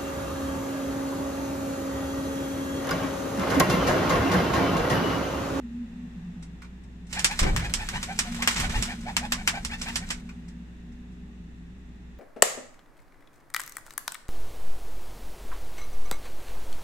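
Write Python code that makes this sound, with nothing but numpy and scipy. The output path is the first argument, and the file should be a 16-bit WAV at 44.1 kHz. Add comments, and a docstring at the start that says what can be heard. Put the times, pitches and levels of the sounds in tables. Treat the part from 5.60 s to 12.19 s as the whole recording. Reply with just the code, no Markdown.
"""Pigeon fluttering in a wooden loft

A pigeon takes off and flutters about for three seconds, nearly seven wingbeats a second.
Wing-tip claps (noise bursts with echoes) open the beats; half a beat later the flight feathers whistle
(wavering sines) and swish (shaped noise), the plumage rustles and a puff of air leaves the wings.
Gusts buffet the microphone, claws tick before and after the flight; a machine hums and drones outside,
over a steady background hiss.
"""
import sys
import numpy as np
from scipy import signal
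from scipy.fft import rfft, irfft
from scipy.io import wavfile

SR = 44100
rng = np.random.default_rng(int(sys.argv[2]) if len(sys.argv) > 2 else 0)


def log_audio(samples):
    """Write samples as a 16-bit WAV file to the path given in sys.argv[1]."""
    # one column per channel
    frames = np.atleast_2d(samples).T
    # limit to full scale, then quantise
    limited = np.clip(frames, -1, 1)
    pcm = np.round(limited * 32767).astype(np.int16)
    wavfile.write(sys.argv[1], SR, pcm)


N = 290619
TIME_S = np.arange(N) / SR

# All dB are relative levels ahead of the mix gains in scene().
# Wingbeats. Each row: clap time in seconds, clap level in dB, low body re clap in dB, left-right pan in dB,
# contact time in seconds, feather pitch in Hz, whistle level in dB, swish (and overtone) level in dB.
WINGBEATS = [(1.5264, -25, -8, -6, 0.0065, 880, -39.5, -34),
             (1.6448, -6, -13, -1.5, 0.00086, 859, -40, -37),
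             (1.7903, -13, -8, -2, 0.0047, 780, -39.5, -35.5),
             (1.9631, -18.5, -4, 0.5, 0.00074, 822, -43.5, -37.5),
             (2.1384, -13, -30, -3, 0.00053, 872, -41.5, -38.5),
             (2.2876, -23.5, -6, -2, 0.0019, 950, -35, -35),
             (2.4276, -22, -9.5, -0.5, 0.0049, 788.5, -39.5, -44.5),
             (2.5893, -12, -11, -2.5, 0.0033, 726, -46.5, -49),
             (2.745, -31.5, -5.5, -4, 0.0038, 1033, -40, -45.5),
             (2.8748, -9.5, -4, -1, 0.00088, 855, -54.5, -58),
             (2.999, -19.5, -6, -2, 0.0032, 759, -39.5, -36.5),
             (3.092, -29, -1.5, -2.5, 0.013, 909, -36.5, -35.5),
             (3.2237, -16.5, -15.5, -3, 0.0032, 812.7, -42, -39.5),
             (3.408, -41, -20, -1, 0.0061, 854, -35.5, -42.5),
             (3.5666, -14, -4.5, 0, 0.0012, 842, -38.5, -41.5),
             (3.7209, -13.5, -7, -2, 0.002, 770, -45.5, -43.5),
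             (3.875, -11.5, -4, 0, 0.0024, 790.6, -37, -39.5),
             (4.0488, -20, -22, -2.5, 0.0019, 877, -49, -37),
             (4.2135, -22, -16, -3.5, 0.0072, 900, -42, -37), (4.356, -16, -11, -3, .0051, 770, -51, -48.5),
             (4.503, -20, -6.5, -3, 0.0072, 744, -68, -66)]
# A wing grazes the boards between beats. Each row: start in seconds, level in dB, low body re level in dB,
# left-right pan in dB, contact time in seconds.
GRAZES = [(1.5934, -21, -18, -7, 0.0017), (1.826, -24, -0.5, -0.5, 0.0094), (1.992, -36.5, 7, -3, 0.0097),
          (2.0475, -38, -14, 4, 0.0035), (2.8215, -20.5, -1.5, -.5, 0.0059),
          (2.9556, -19.5, -4.5, -2, 0.021), (3.041, -36.5, 7.5, -6, 0.014)]
# Crack of quills, also claw scratch. Each row: frequency in Hz, spectral level in dB.
CRACK_SPECTRUM = [(300, -22.5), (1000, -11.5), (2200, -5.5), (3200, -4), (4200, -7), (5500, -2), (6400, -7),
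                  (7600, -3), (8800, -7.5), (10000, -14), (14500, -28.5), (16000, -50)]
# Pop of air trapped by the wings. Each row: frequency in Hz, spectral level in dB.
BODY_SPECTRUM = [(100, -40.5), (300, -10), (500, -14), (850, -7.5), (1060, -2), (1350, -4.5), (1800, 1),
                 (2600, -1.5), (4500, -11.5), (10000, -20.5)]
# Harmonics 2 to 6 of the feather whistle. Each entry: level in dB.
OVERTONES_DB = [-0.5, 1.5, -5, -9.5, -11]
# Air swishing past the flight feathers. Each row: frequency in Hz, spectral level in dB.
SWISH_SPECTRUM = [(200, -14.5), (500, -13), (800, 5.5), (1200, -6.5), (1800, 7), (2600, -0.5), (4000, -9),
                  (7500, -14), (10000, -35.5), (16000, -56.5)]
# Rustling plumage. Each row: frequency in Hz, spectral level in dB.
FEATHER_SPECTRUM = [(200, 5), (500, -1), (1000, 1), (2000, 9), (3500, 4.5), (5500, -1), (7700, 1.5),
                    (10000, -8), (14500, -15.5), (16000, -21.5)]
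# Flurries of ruffled feathers. Each row: start in seconds, level in dB, hold in seconds.
FLURRIES = [(1.546, -45.5, 0.079), (2.231, -50.5, 0.22), (2.636, -47, 0.15), (2.872, -38, 0.061),
            (2.985, -34, 0.04), (3.108, -40, 0.15), (4.209, -47.5, 0.13), (4.483, -45, 0.032)]
# Gusts as the bird passes close. Each row: start in seconds, level in dB, hold in seconds, release in seconds.
GUSTS = [(1.82, -18, .04, 0.15), (2.339, -31.5, .025, .02), (2.996, -28.5, 0.11, .05),
         (3.16, -25.5, 0.037, 0.041)]
# Large eddies at the microphone. Each row: frequency in Hz, spectral level in dB.
WIND_SPECTRUM = [(10, -17), (28, 5), (60, -5.5), (140, -10), (300, -23.5), (600, -29), (2000, -59),
                 (8000, -100)]
# Small, higher eddies. Each row: frequency in Hz, spectral level in dB.
SMALL_EDDY_SPECTRUM = [(60, -13.5), (160, -2.0), (330, -3.0), (600, -7), (1500, -12.5), (8000, -58)]
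# Claws on the boards. Each row: start in seconds, level in dB, knock re scratch in dB.
CLAWS = [(0.824, -42.5, -8), (1.018, -46.5, 9.5), (1.045, -56, 10.5), (1.235, -57, -6), (1.466, -53, -20),
         (1.502, -50, -8), (4.689, -51, 13.5), (4.881, -47, -25), (5.32, -59, -6), (5.52, -62, -13.5)]
# Knock of the board. Each row: frequency in Hz, spectral level in dB.
BOARD_SPECTRUM = [(400, -37.5), (900, -3.5), (1400, 9), (1800, -2.0), (2300, 10), (3500, -11), (9000, -21)]
# Decay of the loft echoes. Each row: band centre in Hz, time to fall 60 dB in seconds.
LOFT_T60 = [(200, 0.1), (800, 0.18), (2500, 0.13), (7000, 0.14), (14000, 0.091)]
# Steady hum lines of the machine. Each row: frequency in Hz, level in dB.
HUM = [(59.6, -46), (242.0, -55.5), (323, -69.5), (403, -66)]
# Swell of the drone. Each row: time in seconds, lower resonance in dB, upper resonance in dB.
DRONE = [(0.0, -49, -39), (0.3, -50, -34), (0.78, -39, -47.5), (0.95, -49.5, -66.5), (1.4, -47.5, -62.5),
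         (2.75, -43.5, -38.5), (3.5, -44.5, -38.5), (4.6, -45.5, -45.5), (5.401, -49.5, -53),
         (6.59, -51.5, -69)]
# Drone resonances. Each row: frequency in Hz, width in Hz, level in dB.
DRONE_MODES = [(178.2, 18, 0.5), (207.7, 17, -7), (237, 9, -2)]
# Machine rumble. Each row: frequency in Hz, spectral level in dB.
RUMBLE_SPECTRUM = [(10, 8.5), (25, -28), (50, -14), (90, 5), (160, 0.5), (260, 3.5), (330, -5.5),
                   (450, -18.5), (700, -48.5), (3000, -79.5)]
# Background hiss over time. Each row: time in seconds, level in dB.
HISS = [(0, -58), (0.6, -57.5), (1.3, -60.5), (4.8, -59), (5.5, -60.5), (6.59, -61)]
# Colour of the steady background hiss, with narrow microphone resonances. Each row: frequency in Hz,
# spectral level in dB.
HISS_SPECTRUM = [(290, -37), (480, -1.5), (600, -9), (790, -3), (1000, -7.5), (1400, -9), (1850, -3.5),
                 (2300, -11), (2700, -7), (3150, -15.5), (3550, -10.5), (4500, -20.5), (7400, -20),
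                 (10200, -32.5), (16000, -36)]

TAKE_OFF_S, LANDING_S, FLIGHT_ATTACK_S, SETTLE_S = 1.537, 4.494, .025, .18
LONGEST_BEAT_S = .172
STROKE_PHASE, STROKE_SHARE = .505, .53   # middle and length of the downstroke, shares of the beat
# A higher stroke climbs more, a lower one falls; no climb at LEVEL_PITCH_HZ.
LEVEL_PITCH_HZ, CLIMB_PER_HZ = 716.6, .002
ARCH, WAVER = .99, .013   # pitch fall toward the stroke ends, random unsteadiness; shares of the pitch
FLIGHT_RUSTLE_DB, RUSTLE_EASES_DB_PER_S = -46, 3.5   # at take-off; feathers lie flatter as flight goes on
STROKE_RUSTLE_DB, STROKE_PUFF_DB = -6.5, -2   # relative to the swish; relative to the whistle
FLURRY_ATTACK_S, FLURRY_RELEASE_S, GUST_ATTACK_S = .015, .027, .0053
STILL_DRAUGHT_DB, FLIGHT_DRAUGHT_DB = -51.5, -40
PORT_LAG_SAMPLES = 7   # right port hears the bird later


def claps(crack_db, body_db, wet_db, brush_db):
    """Wing tips brush, then meet: a crack of quills and a pop of trapped air, each contact newly echoed."""
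    crack, body = np.zeros((2, 2, N))
    for s, level_db, low_db, pan_db, contact_s, *_ in WINGBEATS + GRAZES:
        gain = from_db(level_db + pan_db * np.array([[.5], [-.5]]))
        brush = burst(contact_s * 2, grain_db=15.5)[::-1]   # reversed: swells into the contact
        brush_gain = gain * from_db(brush_db) * contact_s / .006
        add(crack, s - len(brush) / SR, brush_gain * ports(brush))
        add(crack, s, gain * slap(contact_s, wet_db))
        add(body, s, gain * from_db(low_db) * slap(contact_s, wet_db))
    return from_db(crack_db) * colour(crack, CRACK_SPECTRUM) + from_db(body_db) * colour(body, BODY_SPECTRUM)


def slap(contact_s, wet_db):
    """One contact of the wings; its echoes build up over the contact time, and a slow contact is duller."""
    tail = echoes()
    tail *= 1 - np.exp(-np.arange(tail.shape[1]) / SR / contact_s)
    tail *= from_db(wet_db) / np.sqrt(np.sum(tail ** 2) / 2)
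    add(tail, 0, ports(burst(contact_s, grain_db=1.0)))
    top_hz = np.clip(np.interp(contact_s, [.002, .009], [17000, 9500]), 3000, .45 * SR)
    return signal.sosfilt(signal.butter(2, top_hz, fs=SR, output="sos"), tail)


def burst(decay_s, grain_db):
    """Feather shafts or claws meet in a cluster of snaps; a long contact starts softly. Unit energy."""
    t_s = np.arange(2048) / SR
    swell = 1 - np.exp(-t_s / (40 * decay_s ** 2))
    grains = rng.standard_normal(len(t_s)) * from_db(grain_db * rng.standard_normal(len(t_s)))
    snaps = grains * swell * np.exp(-t_s / decay_s)
    return snaps / np.sqrt(np.sum(snaps ** 2))


def downstrokes(tone_db, overtone_db, swish_db):
    """Flight feathers flutter at a pitch that arches with wing speed; the swish of air peaks just after."""
    tone, overtones, rush = np.zeros((3, N))
    pitch_hz = np.full(N, 600.)
    for s, length_s, hz, whistle_row_db, swish_row_db in stroke_plan():
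        climb = CLIMB_PER_HZ * (hz - LEVEL_PITCH_HZ)
        near = np.abs(TIME_S - s) < .7 * length_s
        place = (TIME_S[near] - s) / length_s
        fluttering = np.exp(-((place + .02) / .34) ** 4)
        pitch_hz[near] = hz * (1 + climb * place - ARCH * place ** 2)
        tone[near] += from_db(whistle_row_db) * fluttering
        overtones[near] += from_db(swish_row_db) * fluttering
        rush[near] += from_db(swish_row_db) * np.exp(-((place - .02) / .28) ** 2)
    whistle = 0
    for detune in (.99, 1.01):   # the two wings never quite agree
        phase = 2 * np.pi * np.cumsum(pitch_hz * detune * (1 + WAVER * drift(700))) / SR
        lowest = from_db(tone_db) * tone * np.sin(phase + .75 * drift(350))
        upper = sum(from_db(db) * np.sin(k * phase) for k, db in enumerate(OVERTONES_DB, 2))
        wing = lowest + from_db(overtone_db) * overtones * upper
        whistle = whistle + from_db(2.5 * drift(400)) * wing
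    uneven_noise = rng.standard_normal(N) * from_db(3 * drift(500))
    swish = rms_one(colour(uneven_noise, SWISH_SPECTRUM)[0])
    return whistle + from_db(swish_db) * rush * swish


def stroke_plan():
    """One downstroke amid every beat: (middle s, length s, pitch Hz, whistle dB, swish dB)."""
    s, *_, hz, whistle_db, swish_db = np.transpose(WINGBEATS)
    beat_s = np.minimum(np.diff(s, append=np.inf), LONGEST_BEAT_S)
    return zip(s + STROKE_PHASE * beat_s, STROKE_SHARE * beat_s, hz, whistle_db, swish_db)


def rustle(rustle_db, grain_db):
    """Vanes slide over each other in a rustle of tiny uneven grains, and single quills snap past each other."""
    grains = rms_one(rng.standard_normal(N) * from_db(grain_db * drift(2500)))
    quills = rms_one((rng.random(N) < 110 / SR) * rng.standard_normal(N))   # about 110 snaps a second
    feathers = rms_one(grains + .7 * quills)
    return from_db(rustle_db) * colour(feathers * stirring(stroke_width=.2), FEATHER_SPECTRUM)[0]


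def stirring(stroke_width):
    """How hard the plumage is stirred: flight, downstrokes and flurries add in power."""
    flight_db = FLIGHT_RUSTLE_DB - RUSTLE_EASES_DB_PER_S * (TIME_S - TAKE_OFF_S)
    parts = [from_db(flight_db) * flight()]
    for s, length_s, _, _, swish_db in stroke_plan():
        parts.append(from_db(swish_db + STROKE_RUSTLE_DB) * bump(s, stroke_width * length_s))
    for s, db, hold_s in FLURRIES:
        parts.append(from_db(db) * envelope(s, hold_s, FLURRY_ATTACK_S, FLURRY_RELEASE_S))
    return np.sqrt(sum(part ** 2 for part in parts))


def draught(wind_db, flurry_db):
    """Eddies shed by the wings roll over the microphone; strong gusts break up more into small, higher ones."""
    eddies = rms_one(np.tanh(rms_one(colour(rng.standard_normal(N), WIND_SPECTRUM)) / 2))
    flurry = ambient(SMALL_EDDY_SPECTRUM, side_db=7.0)
    gust = airflow(puff_width=.16)
    breakup = np.sqrt(gust / gust.max())
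    return from_db(wind_db) * gust * eddies + from_db(flurry_db) * gust * breakup * flurry


def airflow(puff_width):
    """Air at the microphone: still air, flight draught, a puff per downstroke and gusts add in power."""
    parts = [from_db(STILL_DRAUGHT_DB), from_db(FLIGHT_DRAUGHT_DB) * flight()]
    for s, length_s, _, whistle_db, _ in stroke_plan():
        parts.append(from_db(whistle_db + STROKE_PUFF_DB) * bump(s, puff_width * length_s))
    for s, db, hold_s, release_s in GUSTS:
        parts.append(from_db(db) * envelope(s, hold_s, GUST_ATTACK_S, release_s))
    return np.sqrt(sum(part ** 2 for part in parts))


def flight():
    """1 while the bird is in the air; fades as it folds its wings."""
    return envelope(TAKE_OFF_S, LANDING_S - TAKE_OFF_S, FLIGHT_ATTACK_S, SETTLE_S)


def claws(scratch_db, knock_db):
    """Small steps: a scratch of the claw and a knock of the board, both excited by one burst."""
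    scratch, knock = np.zeros((2, N))
    for s, level_db, low_db in CLAWS:
        step = from_db(level_db) * burst(.006, grain_db=4.5)
        add(scratch, s, step)
        add(knock, s, step * from_db(low_db))
    claw = from_db(scratch_db) * colour(scratch, CRACK_SPECTRUM)
    board = from_db(knock_db) * colour(knock, BOARD_SPECTRUM)
    return (claw + board)[0]


def loft(x, wet_db):
    """Direct sound plus the echoes of the loft."""
    return ports(x) + from_db(wet_db) * signal.fftconvolve(x[None], echoes(), axes=1)[:, :N]


def echoes():
    """Dense echoes off close board walls for one bird position, dying band by band; unit energy per port."""
    t_s = np.arange(SR // 4) / SR
    white = rng.standard_normal((2, len(t_s)))
    white *= from_db(4.5 * np.exp(-t_s / .04) * rng.standard_normal(len(t_s)))   # early echoes stand apart
    hz = np.arange(len(t_s) // 2 + 1) * SR / len(t_s)
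    out = 0
    for centre_hz, t60_s in LOFT_T60:
        share = at_hz([(f, f == centre_hz) for f, _ in LOFT_T60], hz)
        out = out + irfft(rfft(white) * share, len(t_s)) * from_db(-60 * t_s / t60_s)
    out = out * np.clip(t_s / .00022, 0, 1)
    return out / np.sqrt(np.sum(out ** 2, axis=1, keepdims=True))


def ports(x):
    """Direct sound reaches the right port a little later."""
    return np.array([x, np.concatenate([np.zeros(PORT_LAG_SAMPLES), x[:-PORT_LAG_SAMPLES]])])


def machine(hum_db, drone_db, rumble_db):
    """A distant motor: steady hum lines, a drone that swells in three resonances, and rumble."""
    hum = 0
    for hz, db in HUM:
        line = np.sqrt(2) * np.sin(2 * np.pi * hz * TIME_S + .25 * drift(2))
        hum = hum + from_db(db + drift(3)) * line
    lower, upper = level(np.array(DRONE)[:, [0, 1]]), level(np.array(DRONE)[:, [0, 2]])
    swells = [lower, np.sqrt(lower * upper), upper]
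    drone = 0
    for (hz, width_hz, db), swell in zip(DRONE_MODES, swells):
        flutter = drift(2 * width_hz) + 1j * drift(2 * width_hz)
        resonance = rms_one(np.real(flutter * np.exp(2j * np.pi * hz * TIME_S)))
        drone = drone + from_db(db) * swell * resonance
    rumble = ambient(RUMBLE_SPECTRUM, side_db=-8.0)
    return from_db(hum_db) * hum + from_db(drone_db) * drone + from_db(rumble_db) * rumble


def background_hiss():
    """Coloured stereo noise whose level drifts slowly."""
    return level(HISS) * ambient(HISS_SPECTRUM, side_db=.5)


def ambient(spectrum, side_db):
    """Stereo noise of the given colour, partly alike at both ports; rms 1."""
    mid, side = colour(rng.standard_normal((2, N)), spectrum)
    return rms_one(mid + from_db(side_db) * side * np.array([[1], [-1]]))


def colour(x, spectrum):
    """Causal (minimum-phase) filter with the given spectrum; white noise keeps its power."""
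    size = 8192
    gain = rms_one(from_db(at_hz(spectrum, np.arange(size // 2 + 1) * SR / size)))
    cepstrum = irfft(np.log(gain))
    cepstrum[1:size // 2] *= 2   # fold to the causal side
    cepstrum[size // 2 + 1:] = 0
    impulse = irfft(np.exp(rfft(cepstrum)))
    return signal.fftconvolve(np.atleast_2d(x), impulse[None], axes=1)[:, :N]


def at_hz(points, hz):
    """Read a table on a log-frequency axis."""
    f, value = np.transpose(points)
    return np.interp(np.log(np.maximum(hz, 1)), np.log(f), value)


def envelope(start_s, hold_s, attack_s, release_s):
    """Rises to 1 at the start, holds, then dies away."""
    before_s = np.maximum(start_s - TIME_S, 0)
    after_s = np.maximum(TIME_S - start_s - hold_s, 0)
    return np.exp(-before_s / attack_s - after_s / release_s)


def bump(middle_s, width_s):
    """Bell-shaped swell with peak 1."""
    return np.exp(-((TIME_S - middle_s) / width_s) ** 2)


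def drift(rate_hz):
    """Smooth chance with spread 1 that changes about rate_hz times a second."""
    return np.interp(TIME_S * rate_hz, np.arange(N), rng.standard_normal(N)) * np.sqrt(3 / 2)


def level(rows):
    """Gain at every sample from (s, dB) rows."""
    return from_db(np.interp(TIME_S, *np.transpose(rows)))


def from_db(db):
    """Decibels to gain."""
    return 10 ** (np.asarray(db) / 20)


def rms_one(x):
    """Scale to rms 1."""
    return x / np.sqrt(np.mean(x ** 2) + 1e-20)


def add(track, s, sound):
    """Mix a sound into a track at time s."""
    i = int(s * SR)
    track[..., i:i + sound.shape[-1]] += sound[..., :N - i]


def scene():
    """The bird in the loft, over the machine outside and the background hiss."""
    hits = claps(crack_db=15.5, body_db=20.5, wet_db=.5, brush_db=-15.5)
    strokes = downstrokes(tone_db=-3.5, overtone_db=-7.0, swish_db=-1.0)
    plumage = rustle(rustle_db=-3, grain_db=5)
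    steps = claws(scratch_db=14.0, knock_db=13.5)
    bird = hits + loft(strokes, wet_db=-5) + loft(plumage + steps, wet_db=5)
    treble = signal.sosfilt(signal.butter(2, 6000, "high", fs=SR, output="sos"), bird)
    bird = bird + .25 * treble * np.array([[-1], [1]])   # right port faces the bird: brighter
    wind = draught(wind_db=-2.0, flurry_db=-13.5)
    outside = machine(hum_db=-.5, drone_db=.5, rumble_db=-52.5)
    return bird + wind + outside + background_hiss()


def record(dry):
    """The highest peaks are rounded and the top is cut steeply at 15.4 kHz."""
    return signal.sosfilt(signal.ellip(10, .1, 80, 15400, fs=SR, output="sos"), np.tanh(dry))


dry = scene()
out = record(dry)
log_audio(out)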